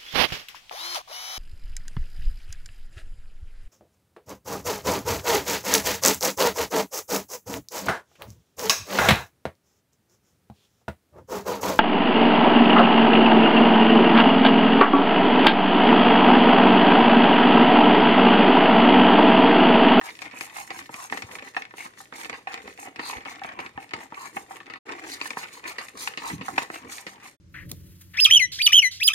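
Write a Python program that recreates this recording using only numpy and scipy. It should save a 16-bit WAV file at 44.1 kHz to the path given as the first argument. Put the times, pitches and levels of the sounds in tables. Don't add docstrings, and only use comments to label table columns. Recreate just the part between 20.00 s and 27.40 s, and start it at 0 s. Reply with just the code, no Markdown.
import sys
import numpy as np
from scipy import signal
from scipy.fft import rfft, irfft, next_fast_len
from scipy.io import wavfile
from scipy.ndimage import uniform_filter1d, map_coordinates

SR = 44100
rng = np.random.default_rng(int(sys.argv[2]) if len(sys.argv) > 2 else 0)


def master(y):
    cut = np.clip(np.atleast_2d(y).T, -1, 1)
    pcm = np.round(cut * 32767)
    wavfile.write(sys.argv[1], SR, pcm.astype(np.int16))


N = 326340

# frequency in Hz, spectral density in dB.
AIR_SPECTRUM = [(15, -33), (25, 3.5), (253, 15), (631, 11), (1050, -6.5), (1450, 6), (1800, 7),
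                (2630, -0.5), (3340, 1), (9050, -17.5), (15500, -24)]
# start in seconds, level in dB, hardness from 0 to 1, relative thud in dB,
# left over right in dB, pitch of the struck spot in Hz, chatter time in seconds, place from -1 (wall)
SPOON_KNOCKS = [(0.012, -31, 0.68, -23, -1.5, 1780, 0.0057, 0.32),
                (.218, -34, 1, -16, 3, 2300, 0.012, -0.2), (.263, -47, 0.6, -10, 0, 900, .004, -0.17),
                (0.337, -40.5, 0.34, -4, -1, 1000, 0.011, 0),
                (0.4089, -30.5, 0.99, -13.5, 1, 2460, 0.0013, 0.15),
                (0.704, -30.5, 0.87, -14, -1, 2040, 0.0048, -0.45),
                (0.892, -36.5, 0.08, -4, -2, 900, 0.0062, 0.25),
                (.941, -35, 0.95, -14, 3, 2330, 0.0019, -0.05),
                (1.1239, -21.5, 0.68, -17, 1, 1940, 0.011, 0.5),
                (1.1724, -29.5, 0.85, -18, 3, 1920, 0.0068, -0.21),
                (1.221, -32.5, 0.97, -16, 0, 2340, 0.0049, -0.18),
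                (1.423, -37.5, 0.8, -6.5, 1, 2380, 0.0079, -0.19),
                (1.5657, -19.5, 0.66, -20.5, 1.5, 750, 0.016, 0.91),
                (1.738, -41.5, 0.42, -6, -1, 955, .005, -0.036),
                (2.003, -40.5, 0.2, -18, 2, 820, 0.007, 0.36),
                (2.124, -35.5, 0.56, -8.5, -0.5, 1650, 0.002, -0.26),
                (2.296, -29.5, 0.89, -13, -1, 2250, 0.0084, -0.19),
                (2.3277, -32.5, 0.82, -14, -1.5, 2060, .003, -0.86),
                (2.471, -25.5, 0.64, -19, -1, 774, 0.018, 1), (2.541, -33, 0.95, -15, -2, 2380, 0.0027, 0),
                (2.676, -36, 0.8, -9, -1, 2080, 0.0039, -0.24),
                (2.959, -38.5, 1, -12, 1, 2460, 0.0069, 0.67),
                (2.993, -27, 0.75, -11.5, 2.5, 1930, 0.0091, -0.79),
                (3.097, -31.5, 0.48, -17, -1, 1060, 0.0052, -0.63),
                (3.256, -32.5, 0.63, -13, 3.5, 2630, 0.013, 0.16),
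                (3.416, -33, 0.18, -21, 3, 760, 0.011, 0.73),
                (3.446, -30.5, 0.4, -17, -1, 675, 0.0024, 0.31),
                (3.5894, -29, 0.7, -11.5, -1.5, 2030, 0.0074, -0.56),
                (3.7758, -30, 0.26, -12, 0, 800, 0.0017, 0.51),
                (3.9351, -25.5, 0.86, -13, 0.5, 2070, 0.011, -0.55),
                (4.122, -37, 0, -6.5, 2, 870, .002, -0.1), (4.3669, -26, 0.43, -14, -0.5, 816, 0.013, 0.79),
                (4.508, -36, 0.06, -15, -2, 760, 0.008, -0.072),
                (4.608, -43, 0.34, -11, 1, 1090, 0.0054, 0),
                (4.6989, -35.5, 0.82, -12.5, 3, 2030, 0.013, -0.56),
                (4.758, -36.5, 0.73, -22, 3, 2000, 0.0055, -1),
                (4.891, -34.5, 0.83, -9, -2, 2300, 0.011, 0.87),
                (5.213, -26.5, 1, -17, 1.5, 2370, 0.0022, -0.77),
                (5.256, -29.5, 0.75, -33, -4.5, 1800, .01, 0.47),
                (5.305, -31, 0.97, -14, 3.5, 2290, 0.0027, -0.081),
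                (5.313, -38.5, 0.35, -13, 0, 910, 0.0038, 0),
                (5.37, -26.5, 0.36, -13, -1, 1004, 0.0018, 0.69),
                (5.783, -29.5, 1, -14, 0, 1890, 0.0091, -0.76),
                (6.074, -25.5, 0.92, -36, 1, 805, 0.0075, 0.22),
                (6.174, -30.5, 1, -10, -1, 1110, 0.021, -0.54),
                (6.411, -32, 0.71, -6.5, -0.5, 1020, 0.014, -0.7), (6.482, -28, 0, -18, 0, 780, .011, 0.24),
                (6.579, -14.5, 0.71, -17, -0.5, 1036, 0.0088, 0.57),
                (6.619, -32, 0.6, -13, 1, 1120, 0.0059, -0.18),
                (6.63, -35.5, 0.45, -19, -4, 1020, 0.0044, 0),
                (6.7, -29.5, 0.57, -8.5, 0.5, 2020, 0.0029, 0.68),
                (7.066, -33.5, 0.97, -10, 1, 2110, 0.015, -0.41)]
# frequency in Hz, level in dB, t60 in seconds at a damping of 1,
# lift in dB when struck in the middle, lift in dB when struck on the wall.
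PAN_MODES = [(254.6, -5.5, 0.077, -2, 0), (317.5, -7, 0.096, 11.5, 12), (465, -3, 0.037, -5.5, 1.5),
             (780, 5, 0.045, 14, 1), (951, 8.5, 0.021, -5.5, 5.5), (1102, 1.5, 0.039, 11.5, 7),
             (1267, -2.5, 0.077, -2, 5), (1796, 2.5, 0.073, 20.5, 6.5), (1961, 5.5, 0.031, 0, 2),
             (2190, 1, 0.049, 3, 6.5), (2413, 2.5, 0.029, -3.5, 5.5), (2571, 0, 0.041, 22, 5.5),
             (2904, 2, 0.0094, 3, 17), (3660, -11, 0.17, 9, 9.5), (4184, -9, 0.097, 10, 18.5),
             (4400, -40, 0.047, 5, -1.5), (4730, -9.5, 0.15, 2.5, 22), (5430, 1.5, 0.037, 3.5, 7),
             (5500, -11.5, 0.088, 10.5, 1), (6470, -20.5, 0.034, -4, 1.5), (6506, -2.5, 0.04, 0, 12.5),
             (7300, -1, 0.079, 5, 4), (8230, -7, 0.098, 6, 10), (8750, -5, 0.044, 4.5, -4),
             (9280, 2, 0.054, 3, 5), (12400, -22, 0.028, -2, -10)]
# frequency in Hz, gain in dB.
WOOD_SPECTRUM = [(400, -3.5), (650, -0.5), (1150, 1.5), (2000, 6.5), (2800, 6.5), (4000, 4), (7000, 1),
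                 (15000, -16)]
# start in seconds, length in seconds, level in dB, pitch halfway in Hz.
FLAT_GLIDES = [(.025, 0.079, -45.5, 850), (0.956, 0.12, -47.5, 1021), (3.061, .11, -46.5, 1065),
               (4.193, 0.092, -46.5, 1063), (6.217, 0.098, -37.5, 1020)]
# start in seconds, length in seconds, pressing level in dB,
# rubbing level in dB, growth over the stroke in dB, cavity pitch halfway in Hz.
SPOON_STROKES = [(0.031, 0.055, -66, -41, 8, 890), (0.125, 0.079, -63.5, -64, -4, 2070),
                 (0.204, 0.066, -58.5, -45.5, 10.5, 1750), (0.34, 0.23, -56, -45.5, -6, 2360),
                 (0.565, 0.036, -63, -37, 4, 1130), (0.703, 0.11, -56.5, -42.5, 3, 2050),
                 (0.931, 0.11, -65, -42, -1, 1130), (1.135, 0.14, -53, -46.5, -19, 1730),
                 (1.291, 0.074, -55.5, -44, 3, 1960), (1.399, 0.074, -61, -48.5, 8, 2090),
                 (1.575, 0.047, -55, -43, -4, 750), (1.788, 0.073, -56, -40, -1.5, 1150),
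                 (1.976, 0.021, -60, -53, -8, 810), (2.149, .11, -58, -42, -0.5, 2130),
                 (2.334, 0.049, -53.5, -42, -10, 2110), (2.502, 0.079, -58, -38.5, 1, 2000),
                 (2.66, 0.057, -59.5, -49, -6, 1870), (2.789, 0.085, -59.5, -42.5, 8, 860),
                 (2.991, 0.19, -55.5, -39, 0.5, 1140), (3.275, 0.14, -54.5, -43.5, -12.5, 1770),
                 (3.45, 0.088, -59.5, -40, -4, 795), (3.589, 0.075, -49.5, -39.5, -6, 810),
                 (3.769, 0.069, -59, -46.5, 1, 830), (3.946, 0.087, -52.5, -42, -5, 830),
                 (4.143, 0.12, -57.5, -39.5, 3, 1130), (4.369, 0.077, -61, -50.5, -20, 780),
                 (4.492, 0.069, -57.5, -47, 10, 1450), (4.676, 0.071, -59.5, -48.5, 2, 1580),
                 (4.895, 0.13, -50.5, -40.5, -15, 880), (5.043, 0.12, -50.5, -39.5, -7, 1660),
                 (5.215, 0.14, -57, -45.5, -15, 1730), (5.385, 0.049, -59, -38.5, 7, 2000),
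                 (5.482, 0.098, -61, -49, 6, 1080), (5.66, 0.067, -53.5, -37, -8.5, 1890),
                 (5.799, 0.14, -59.5, -49, -23.5, 1800), (5.963, 0.17, -58, -45.5, -2, 870),
                 (6.217, 0.089, -60, -37, 5, 1010), (6.385, 0.18, -50, -44.5, 1, 764),
                 (6.584, 0.03, -54, -39.5, 9.5, 770), (6.74, 0.027, -58, -39.5, -1, 805),
                 (6.834, 0.025, -49, -43, 3.5, 1120), (6.911, 0.12, -64, -46, -14, 1090),
                 (7.07, 0.12, -60, -48.5, -4, 1110), (7.244, 0.038, -63, -45.5, -9, 1770)]
# frequency in Hz, gain in dB.
PRESS_SPECTRUM = [(30, -35), (70, -2), (130, -7), (280, 3.5), (500, 4), (700, -20), (1200, -80.5)]
RUB_SPECTRUM = [(300, -32.5), (550, -9.5), (750, 3), (1100, 2.5), (1500, -4), (2100, 3.5), (2800, -3.5),
                (3500, -19.5), (6000, -45.5)]
CRUNCH_SPECTRUM = [(400, -31), (1200, 7), (2300, 2.5), (4000, 3.5), (8000, -7.5), (15000, -27.5)]
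# start in seconds, length in seconds, fine spray in dB,
# skitter on the metal in dB, growth over the wave in dB.
SEED_WAVES = [(0.047, 0.073, -58, -53, -12), (0.12, 0.084, -60, -61, -4), (0.212, 0.053, -60, -54, -5),
              (0.364, 0.095, -48.5, -54, 4), (0.544, 0.093, -48, -47, -0.5), (0.655, 0.032, -56.5, -60, 2),
              (0.729, 0.066, -52, -50.5, 4.5), (0.825, 0.044, -74, -61, 9), (0.912, .14, -50, -54.5, 12),
              (1.122, 0.088, -55, -52, -2.5), (1.263, 0.013, -62, -58, 4), (1.303, 0.057, -53, -53, 6.5),
              (1.446, 0.06, -61.5, -54, -6), (1.56, 0.057, -61.5, -57, -3), (1.782, 0.093, -52, -51, -9),
              (1.99, 0.087, -60, -58.5, -16), (2.164, 0.099, -50.5, -49, -5.5),
              (2.346, 0.055, -65.5, -58, -2), (2.5, 0.04, -67, -55, -5), (2.625, 0.0092, -57, -58, 1),
              (2.682, 0.058, -63.5, -58, 0), (2.789, 0.057, -50.5, -62, 13), (3.022, 0.092, -49.5, -47, 10),
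              (3.15, 0.02, -59.5, -50, 6), (3.274, 0.048, -59.5, -51, 8.5), (3.443, 0.033, -59.5, -60, -2),
              (3.6, 0.069, -65.5, -64, 4), (3.796, 0.04, -60, -62, 12), (3.983, 0.063, -59.5, -63, 7),
              (4.16, 0.13, -54, -61, 6.5), (4.359, 0.072, -54, -58, -10.5), (4.508, 0.057, -55.5, -63, 3),
              (4.871, 0.21, -70.5, -61, 8), (5.055, 0.087, -49, -43, 15), (5.22, 0.067, -50.5, -46.5, -2),
              (5.3, 0.037, -56, -60, -4), (5.377, 0.048, -50.5, -44.5, 0), (5.475, 0.028, -59, -61, -3),
              (5.531, 0.057, -55, -49, -2), (5.669, 0.03, -48, -42.5, 7), (5.793, 0.099, -53, -60, -2),
              (5.981, 0.095, -43.5, -40, 4), (6.097, 0.034, -69, -57, -9), (6.208, 0.029, -65.5, -48.5, 7),
              (6.258, .095, -49, -44, -10.5), (6.452, 0.12, -53, -51, -3), (6.584, 0.044, -51, -42, 5),
              (6.718, 0.079, -54, -51, -3), (6.9, 0.085, -45, -43.5, 0), (7.002, 0.022, -55, -62, -1),
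              (7.071, 0.069, -59, -56, -3.5), (7.243, 0.052, -53.5, -52, -4)]
# frequency in Hz, gain in dB.
SKITTER_SPECTRUM = [(1200, -17), (2800, -7.5), (4200, 3), (5200, -4.5), (6500, 0.5), (8000, -13.5),
                    (14000, -16.5)]
SPRAY_SPECTRUM = [(3000, -20.5), (5500, -4.5), (6800, 2.5), (9200, 0), (11000, -1.5), (13500, -5.5),
                  (16000, -20)]
# start in seconds, level in dB, pitch in Hz.
PEPPERCORN_TICKS = [(0.068, -38, 1880), (0.0872, -34, 2500), (0.1046, -33, 2400), (0.153, -37, 2600),
                    (.169, -43, 2400), (0.1899, -31.5, 2290), (.2549, -32.5, 2370), (0.3116, -36, 2380),
                    (.32, -38, 2000), (0.4543, -37, 2480), (.466, -41, 2400), (0.4975, -35.5, 2380),
                    (0.5654, -35, 1800), (.6759, -36.5, 2030), (0.7908, -28.5, 2250), (.8251, -39, 2470),
                    (0.858, -36.5, 2280), (1.0992, -29, 2040), (1.3145, -33.5, 2100), (1.323, -41, 2300),
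                    (1.3527, -26.5, 1970), (1.386, -29, 1960), (1.394, -31.5, 2240), (1.475, -34, 1830),
                    (1.5464, -31, 1860), (1.6209, -25, 2150), (1.652, -32.5, 2150), (1.709, -35, 1810),
                    (1.77, -43, 2500), (1.7915, -36, 2600), (1.8628, -32.5, 1740), (1.937, -48, 2400),
                    (1.971, -50, 2400), (2.0556, -43, 2270), (2.138, -35.5, 2600), (2.214, -32, 2380),
                    (2.247, -27, 2440), (2.255, -28, 1860), (2.269, -47, 2400), (2.341, -34, 2390),
                    (2.534, -33, 2400), (2.576, -31, 2170), (2.619, -42, 2420), (2.7263, -42, 2430),
                    (2.7758, -38, 2460), (2.795, -40, 2400), (2.8846, -40, 2300), (3.1112, -32, 2500),
                    (3.1693, -33, 2200), (3.2066, -39, 2270), (3.251, -34, 2520), (3.3284, -51, 2500),
                    (3.3575, -36, 2580), (3.394, -38.5, 2380), (3.436, -29.5, 2480), (3.4893, -30.5, 2040),
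                    (3.521, -37, 2240), (3.603, -30, 2180), (3.6621, -28, 2140), (3.803, -42, 2280),
                    (3.892, -42, 2870), (3.909, -34, 2360), (3.915, -36, 1500), (4.007, -44, 2300),
                    (4.145, -33.5, 2460), (4.517, -42, 2280), (4.5585, -37, 2400), (4.567, -35, 2180),
                    (4.6029, -32.5, 2000), (4.659, -43, 2300), (4.666, -37, 2150), (4.707, -41, 1400),
                    (4.7364, -26, 1890), (4.921, -28.5, 2130), (4.965, -47, 2300), (5.1695, -39, 2500),
                    (5.202, -37, 2400), (5.3328, -33, 2080), (5.4407, -29.5, 2190), (5.471, -41, 2400),
                    (5.485, -37, 2400), (5.553, -42, 2400), (5.595, -40, 2400), (5.64, -30, 2000),
                    (5.678, -31, 2380), (5.727, -37, 2400), (5.763, -41, 2400), (5.884, -32, 2450),
                    (6.137, -30, 2120), (6.22, -45, 2400), (6.3, -40, 2500), (6.33, -42, 2400),
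                    (6.381, -41, 2660), (6.562, -34, 2400), (6.7446, -35, 2500), (6.76, -35, 2400),
                    (6.824, -43.5, 2420), (6.9822, -29, 2630), (7.025, -45, 2400), (7.158, -45, 2400)]
# start in seconds, level in dB, pitch in Hz.
HUSK_CRACKS = [(.411, -33, 7500), (.927, -43, 9000), (1.032, -35, 8500), (1.314, -31, 8000),
               (1.788, -32, 11000), (2.176, -34, 9000), (2.296, -34, 8500), (2.793, -43, 9000),
               (2.833, -32, 9000), (3.098, -34, 8000), (3.108, -41, 9000), (3.122, -36, 10000),
               (3.169, -42, 8000), (4.192, -42, 9000), (4.376, -35, 9000), (5.072, -36, 7500),
               (5.213, -35, 7000), (5.376, -41, 8000), (5.539, -40, 7000), (5.971, -35, 9000),
               (6.074, -34, 8000), (6.282, -31, 8500), (6.5805, -25, 8000), (6.881, -42, 9000),
               (6.913, -28, 8000), (6.982, -36, 8000), (7.292, -38, 9000)]
# start in seconds, length in seconds, level in dB, pitch in Hz.
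PAN_SHIFTS = [(1.21, 0.055, -49, 107), (3.152, 0.048, -50, 65.3), (3.729, 0.08, -57, 84.5),
              (5.936, 0.033, -50, 282), (6.3, 0.064, -38, 223), (6.317, 0.059, -38, 128),
              (6.382, 0.049, -42.5, 154), (6.516, 0.032, -45, 224)]
# start in seconds, length in seconds, level in dB, pitch in Hz.
EDGE_RASPS = [(3.005, 0.13, -42.5, 4270), (4.16, 0.16, -56, 4300), (5.108, .05, -44, 4440)]
# frequency in Hz, coherence from 0 to 1.
COHERENCE = [(100, 0.91), (300, 1), (700, 0.99), (1400, 0.23), (4000, 0.074), (12000, 0.092)]
# frequency in Hz, t60 in seconds.
KITCHEN_T60 = [(150, 0.38), (1500, 0.26), (10000, 0.32)]
# time in seconds, linear gain.
FADE_GAINS = [(0, 1), (4.778, 1), (4.79, 0), (4.853, 0), (4.862, 1), (7.34, 1), (7.37, 0)]

RING_TIME = np.arange(4096) / SR
SPOON_ATTACK_S, SPOON_RELEASE_S = 0.015, 0.027
SOFT_BLOW_DB, HARD_BLOW_DB = (0, -15.5, -51), (-8.5, -0.43, -8.5)


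def amp(db):
    return 10 ** (np.asarray(db) / 20)


def unit(x):
    return x / np.sqrt(np.mean(x ** 2) + 1e-20)


def along(points, hz):
    frequencies, values = np.transpose(points)
    return np.interp(np.log(hz + 1), np.log(frequencies + 1), values)


def octaves_from(hz, centre_hz):
    return np.log2((hz + 1) / centre_hz)


def add(track, start_s, sound):
    start = max(round(start_s * SR), 0)
    part = sound[:, :N - start]
    track[:, start:start + part.shape[1]] += part


def wobble(rate):
    return map_coordinates(rng.standard_normal(int(N * rate / SR) + 4), [np.arange(N) * rate / SR])


def coloured(x, db_of_hz):
    n = x.shape[-1]
    m = 2 * next_fast_len(n // 2 + len(RING_TIME))
    gain = amp(db_of_hz(np.fft.rfftfreq(m, 1 / SR)))
    cepstrum = irfft(np.log(np.maximum(gain, 1e-6)))
    cepstrum[1:m // 2] *= 2
    cepstrum[m // 2 + 1:] = 0
    return irfft(rfft(x, m) * np.exp(rfft(cepstrum)))[..., :n]


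def stereo(pair, lag_ms=0.2967):
    n = pair.shape[-1]
    m = 2 * next_fast_len(n // 2 + len(RING_TIME))
    hz = np.fft.rfftfreq(m, 1 / SR)
    angle = np.arccos(np.clip(along(COHERENCE, hz), -1, 1)) / 2
    mid, side = rfft(pair, m) * [np.cos(angle), np.sin(angle)]
    delay = np.exp(-2j * np.pi * hz * lag_ms / 1000)
    return irfft(np.array([mid + side, (mid - side) * delay]))[:, :n]


def levelled(x, window_s=.03):
    power = np.abs(uniform_filter1d(np.mean(x ** 2, axis=0), max(int(window_s * SR), 2)))
    return unit(x / np.sqrt(power + power.mean() / 100))


def swell(starts, lengths, levels_db, growths_db, arch_db=0,
          attack_s=SPOON_ATTACK_S, release_s=SPOON_RELEASE_S):
    power = np.zeros((1, N))
    t = np.arange(-SR // 10, SR // 2) / SR
    for start, length, db, growth_db in zip(starts, lengths, levels_db, growths_db):
        from_middle = np.clip(t / length, 0, 1) - .5
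        ends = np.exp(np.minimum(t, 0) / attack_s - np.maximum(t - length, 0) / release_s)
        gain = amp(db + growth_db * from_middle - arch_db * (2 * from_middle) ** 2) * ends
        add(power, start + t[0], gain[None, start + t >= 0] ** 2)
    return np.sqrt(power[0])


def impulses(rate, spread_db, cap_sigma):
    return (rng.random(N) < rate / SR) * amp(spread_db * np.minimum(rng.standard_normal(N), cap_sigma))


def snap(t60):
    return rng.standard_normal((2, len(RING_TIME))) * amp(-60 * RING_TIME / t60)


def bursts(events, slope_db):
    out = np.zeros((2, N))
    for start, length, db, centre_hz in events:
        noise = rng.standard_normal((2, 2 * len(RING_TIME)))
        judder = coloured(noise, lambda hz: -slope_db * octaves_from(hz, centre_hz) ** 2)
        window = signal.windows.tukey(int(np.clip(length * SR, 2, judder.shape[1])), .7)
        add(out, start, amp(db) * unit(stereo(judder)[:, :len(window)] * window))
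    return out


def air_and_hum(air_db=-61, hum_db=-72, hum_hz=121):
    air = unit(stereo(coloured(rng.standard_normal((2, N)), lambda hz: along(AIR_SPECTRUM, hz))))
    hum = unit(np.sin(2 * np.pi * hum_hz * np.arange(N) / SR + 2.2 * wobble(9.5)))
    return amp(air_db) * air + amp(hum_db) * hum


def pan_ring(damping, clack_db, clack_t60, scatter_db=4):
    hz, db, t60, _, _ = np.transpose(PAN_MODES)
    strengths = amp(db + scatter_db * rng.standard_normal((2, len(hz))))
    phases = np.exp(2j * np.pi * rng.random((2, len(hz))))
    poles = 2j * np.pi * hz - np.log(1000) * damping / t60
    modes = ((strengths * phases) @ np.exp(poles[:, None] * RING_TIME)).real
    return unit(modes) + amp(clack_db) * unit(snap(clack_t60))


def struck_spot(hz, spot_hz, place, spot_db=8.5, spot_octaves=0.17, half_width_hz=260):
    lift = spot_db * np.exp(-(octaves_from(hz, spot_hz) / spot_octaves) ** 2)
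    for mode_hz, _, _, middle_db, wall_db in PAN_MODES:
        peak_db = abs(place) * (middle_db if place > 0 else wall_db)
        lift += peak_db / (1 + ((hz - mode_hz) / half_width_hz) ** 2)
    return lift


def spoon_knocks(gain_db=-7, thud_gain_db=-1, crack_db=-4, chatter_db=4, loud_db=-33):
    edges_hz = [130, 550, 1450, 3200, 15000]
    bands = [signal.butter(3, pair, 'band', fs=SR, output='sos') for pair in zip(edges_hz, edges_hz[1:])]
    out = np.zeros((2, N))
    for start, db, hardness, thud_db, side_db, spot_hz, chatter_s, place in SPOON_KNOCKS:
        grip = 1 - np.clip(-place, 0, 1) / 2
        damping = (0.83 + 0.11 * max(db - loud_db, 0)) * grip
        crack = unit(snap(t60=0.0047))
        chatter = unit(rng.standard_normal((2, len(RING_TIME))) / (1 + (RING_TIME / chatter_s) ** 4))
        ring = pan_ring(damping, clack_db=-3, clack_t60=0.11 / damping, scatter_db=2)
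        contact = stereo(ring + amp(crack_db) * crack + amp(chatter_db) * grip * chatter, lag_ms=0.2246)
        contact = coloured(contact, lambda hz: along(WOOD_SPECTRUM, hz) + struck_spot(hz, spot_hz, place))
        upper_db = np.array(SOFT_BLOW_DB) + hardness * np.subtract(HARD_BLOW_DB, SOFT_BLOW_DB)
        gains = amp([thud_db + thud_gain_db, *upper_db])
        blow = sum(gain * unit(signal.sosfilt(band, contact)) for band, gain in zip(bands, gains))
        add(out, start, blow * amp(db + gain_db) * amp([[side_db / 2], [-side_db / 2]]))
    return out


def spoon_glides(half_width_hz=130, fall_octaves_per_s=3.48):
    lowpass = signal.butter(2, half_width_hz, fs=SR, output='sos')
    out = np.zeros((2, N))
    for start, length, db, centre_hz in FLAT_GLIDES:
        t = np.arange(int(length * SR)) / SR
        hz = centre_hz * 2 ** (-fall_octaves_per_s * (t - length / 2))
        noise = rng.standard_normal((2, 2, 2 * len(RING_TIME)))
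        flutter = signal.sosfilt(lowpass, noise[0] + 1j * noise[1])[:, -len(t):]
        note = (flutter * np.exp(2j * np.pi * np.cumsum(hz) / SR)).real
        add(out, start, amp(db) * unit(stereo(note) * signal.windows.tukey(len(t), .5)))
    return out


def grains(rate, spread_db, clack_db, spots=48):
    pulses = impulses(rate, spread_db, cap_sigma=2) * rng.choice([-1, 1], N)
    out = np.zeros((2, N))
    for i, part in enumerate(np.array_split(pulses, spots)):
        ring = pan_ring(damping=1.2, clack_db=clack_db, clack_t60=0.021)
        add(out, i * N / spots / SR, signal.fftconvolve(part[None], ring, axes=1))
    return unit(out)


def cavity_pitch(fall_octaves_per_s=5):
    starts, lengths, *_, halfway_hz = np.transpose(SPOON_STROKES)
    t = np.arange(N) / SR
    stroke = np.maximum(np.searchsorted(starts - SPOON_ATTACK_S, t) - 1, 0)
    from_middle_s = np.clip(t - starts[stroke], 0, lengths[stroke]) - lengths[stroke] / 2
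    return halfway_hz[stroke] * 2 ** (-fall_octaves_per_s * from_middle_s)


def cavity_filter(x, lift_db=9, octaves=0.15, bowl_hz=1080, bowl_octaves=.42):
    hz, times, spectra = signal.stft(x, SR, nperseg=512)
    centre_hz = np.interp(times * SR, np.arange(N), cavity_pitch())
    detuning = octaves_from(hz[:, None], centre_hz) / octaves
    depth = np.exp(-(octaves_from(hz[:, None], bowl_hz) / bowl_octaves) ** 2)
    gain = amp(lift_db * depth * np.exp(-detuning ** 2))
    return signal.istft(spectra * gain, SR, nperseg=512)[1][:, :N]


def spoon_friction(press_gain_db=1.5, rub_gain_db=-2):
    starts, lengths, press_db, rub_db, growth_db, _ = np.transpose(SPOON_STROKES)
    coarse_slips = grains(rate=900, spread_db=7.5, clack_db=5)
    fine_slips = cavity_filter(grains(rate=3500, spread_db=4.5, clack_db=16.5, spots=96))
    groan = unit(stereo(coloured(coarse_slips, lambda hz: along(PRESS_SPECTRUM, hz))))
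    scrape = levelled(stereo(coloured(fine_slips, lambda hz: along(RUB_SPECTRUM, hz))))
    jerk = amp(3.27 * wobble(130))
    pressing = swell(starts, lengths, press_db + press_gain_db, growth_db, arch_db=-5)
    rubbing = swell(starts, lengths, rub_db + rub_gain_db, growth_db) * jerk
    return pressing * groan * amp([[-.6], [.6]]) + rubbing * scrape * amp([[.6], [-.6]])


def seed_crunch(gain_db=-14, stray_db=-66):
    starts, lengths, _, rub_db, growth_db, _ = np.transpose(SPOON_STROKES)
    pops = impulses(rate=30, spread_db=4, cap_sigma=1.5)
    ring = pan_ring(damping=1.8, clack_db=-5.5, clack_t60=0.078)
    tick = coloured(ring, lambda hz: along(CRUNCH_SPECTRUM, hz))
    stream = unit(stereo(signal.fftconvolve(pops[None], tick, axes=1)[:, :N]))
    return stream * (swell(starts, lengths, rub_db + gain_db, growth_db) + amp(stray_db))


def seed_swell(levels_db):
    starts, lengths, _, _, growth_db = np.transpose(SEED_WAVES)
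    return swell(starts, lengths, levels_db, growth_db, arch_db=3, attack_s=0.013, release_s=0.016)


def metal_lift(hz, lift_db=5, half_width_hz=90):
    return lift_db * sum(1 / (1 + ((hz - mode_hz) / half_width_hz) ** 2) for mode_hz, *_ in PAN_MODES)


def seed_hiss(spray_gain_db=2, loose_db=-75, metal_db=-4, touch_s=.0009):
    _, _, spray_db, skitter_db, _ = np.transpose(SEED_WAVES)
    on_metal = grains(rate=4300, spread_db=6, clack_db=4.5)
    touches = impulses(rate=1300, spread_db=7, cap_sigma=2.5)
    touch_power = signal.lfilter([1], [1, -np.exp(-2 / (touch_s * SR))], touches ** 2)
    brushing = unit(rng.standard_normal((2, N)) * np.sqrt(touch_power))
    coarse = coloured(on_metal, lambda hz: along(SKITTER_SPECTRUM, hz))
    fine = coloured(brushing + amp(metal_db) * on_metal,
                    lambda hz: along(SPRAY_SPECTRUM, hz) + metal_lift(hz))
    skitter = levelled(stereo(coarse)) * (seed_swell(skitter_db) + amp(loose_db))
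    spray = levelled(stereo(fine)) * (seed_swell(spray_db + spray_gain_db) + amp(loose_db))
    return amp(2.6 * wobble(80)) * (skitter + spray * amp([[-.4], [.4]]))


def seed_rattle(pitch_hz=4200, octaves=.65, t60_cycles=18, spread_db=3.5, clump_db=2.5, count=11000):
    when, pitch, size, *sides = rng.standard_normal((count, 5)).T
    hz = np.clip(pitch_hz * 2 ** (octaves * pitch), 1700, 13000)[:, None]
    t = RING_TIME[:256]
    strengths = amp(spread_db * np.minimum(size, 2))[:, None]
    ticks = strengths * np.sin(2 * np.pi * hz * t) * amp(-60 * t * hz / t60_cycles)
    samples = (when * N).astype(int)[:, None] % N + np.arange(len(t))
    pair = np.array([np.bincount(samples.ravel(), (ticks * side[:, None]).ravel(), N)[:N]
                     for side in sides])
    stream = levelled(stereo(pair), window_s=.08)
    _, _, _, skitter_db, _ = np.transpose(SEED_WAVES)
    starts, lengths, _, rub_db, growth_db, _ = np.transpose(SPOON_STROKES)
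    swept = seed_swell(skitter_db - .5)
    rubbed = swell(starts, lengths, rub_db - 12, growth_db)
    return stream * amp(clump_db * wobble(110)) * np.hypot(swept, rubbed)


def peppercorn_ticks(gain_db=-18, slope_db=12.5, snap_db=2):
    out = np.zeros((2, N))
    for start, db, pitch_hz in PEPPERCORN_TICKS:
        def contact_db(hz):
            distance = np.abs(octaves_from(hz, pitch_hz))
            return -slope_db * distance ** 2 / (1 + distance / 2)
        click = amp(snap_db) * unit(snap(t60=0.016))
        ring = pan_ring(damping=1, clack_db=-7, clack_t60=0.054)
        add(out, start, amp(db + gain_db) * unit(stereo(coloured(ring + click, contact_db))))
    return out


def husk_cracks(gain_db=-13, slope_db=9):
    out = np.zeros((2, N))
    for start, db, pitch_hz in HUSK_CRACKS:
        crack = coloured(snap(t60=.011), lambda hz: -slope_db * octaves_from(hz, pitch_hz) ** 2)
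        add(out, start, amp(db + gain_db) * unit(stereo(crack)))
    return out


def pan_shifts():
    return bursts(PAN_SHIFTS, slope_db=16)


def edge_rasps():
    return bursts(EDGE_RASPS, slope_db=220)


def kitchen_reverb(x):
    hz, t, spectra = signal.stft(rng.standard_normal((2, SR // 2)), SR, nperseg=256)
    decay = amp(-60 * t / along(KITCHEN_T60, hz)[:, None])
    tail = signal.istft(spectra * decay, SR, nperseg=256)[1]
    tail = np.pad(stereo(tail, lag_ms=0), ((0, 0), (SR // 200, 0)))
    return signal.fftconvolve(x, tail / np.linalg.norm(tail[0]), axes=1)[:, :N]


def scene():
    pan = (spoon_friction() + seed_hiss() + seed_crunch() + spoon_knocks() + peppercorn_ticks()
           + spoon_glides() + edge_rasps() + pan_shifts())
    return pan + amp(-13.5) * kitchen_reverb(pan) + air_and_hum()


def record(dry, top_hz=15850):
    faded = dry * np.interp(np.arange(N) / SR, *np.transpose(FADE_GAINS))
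    return irfft(rfft(faded) * (np.fft.rfftfreq(N, 1 / SR) < top_hz), N)


dry = scene()
out = record(dry)
master(out)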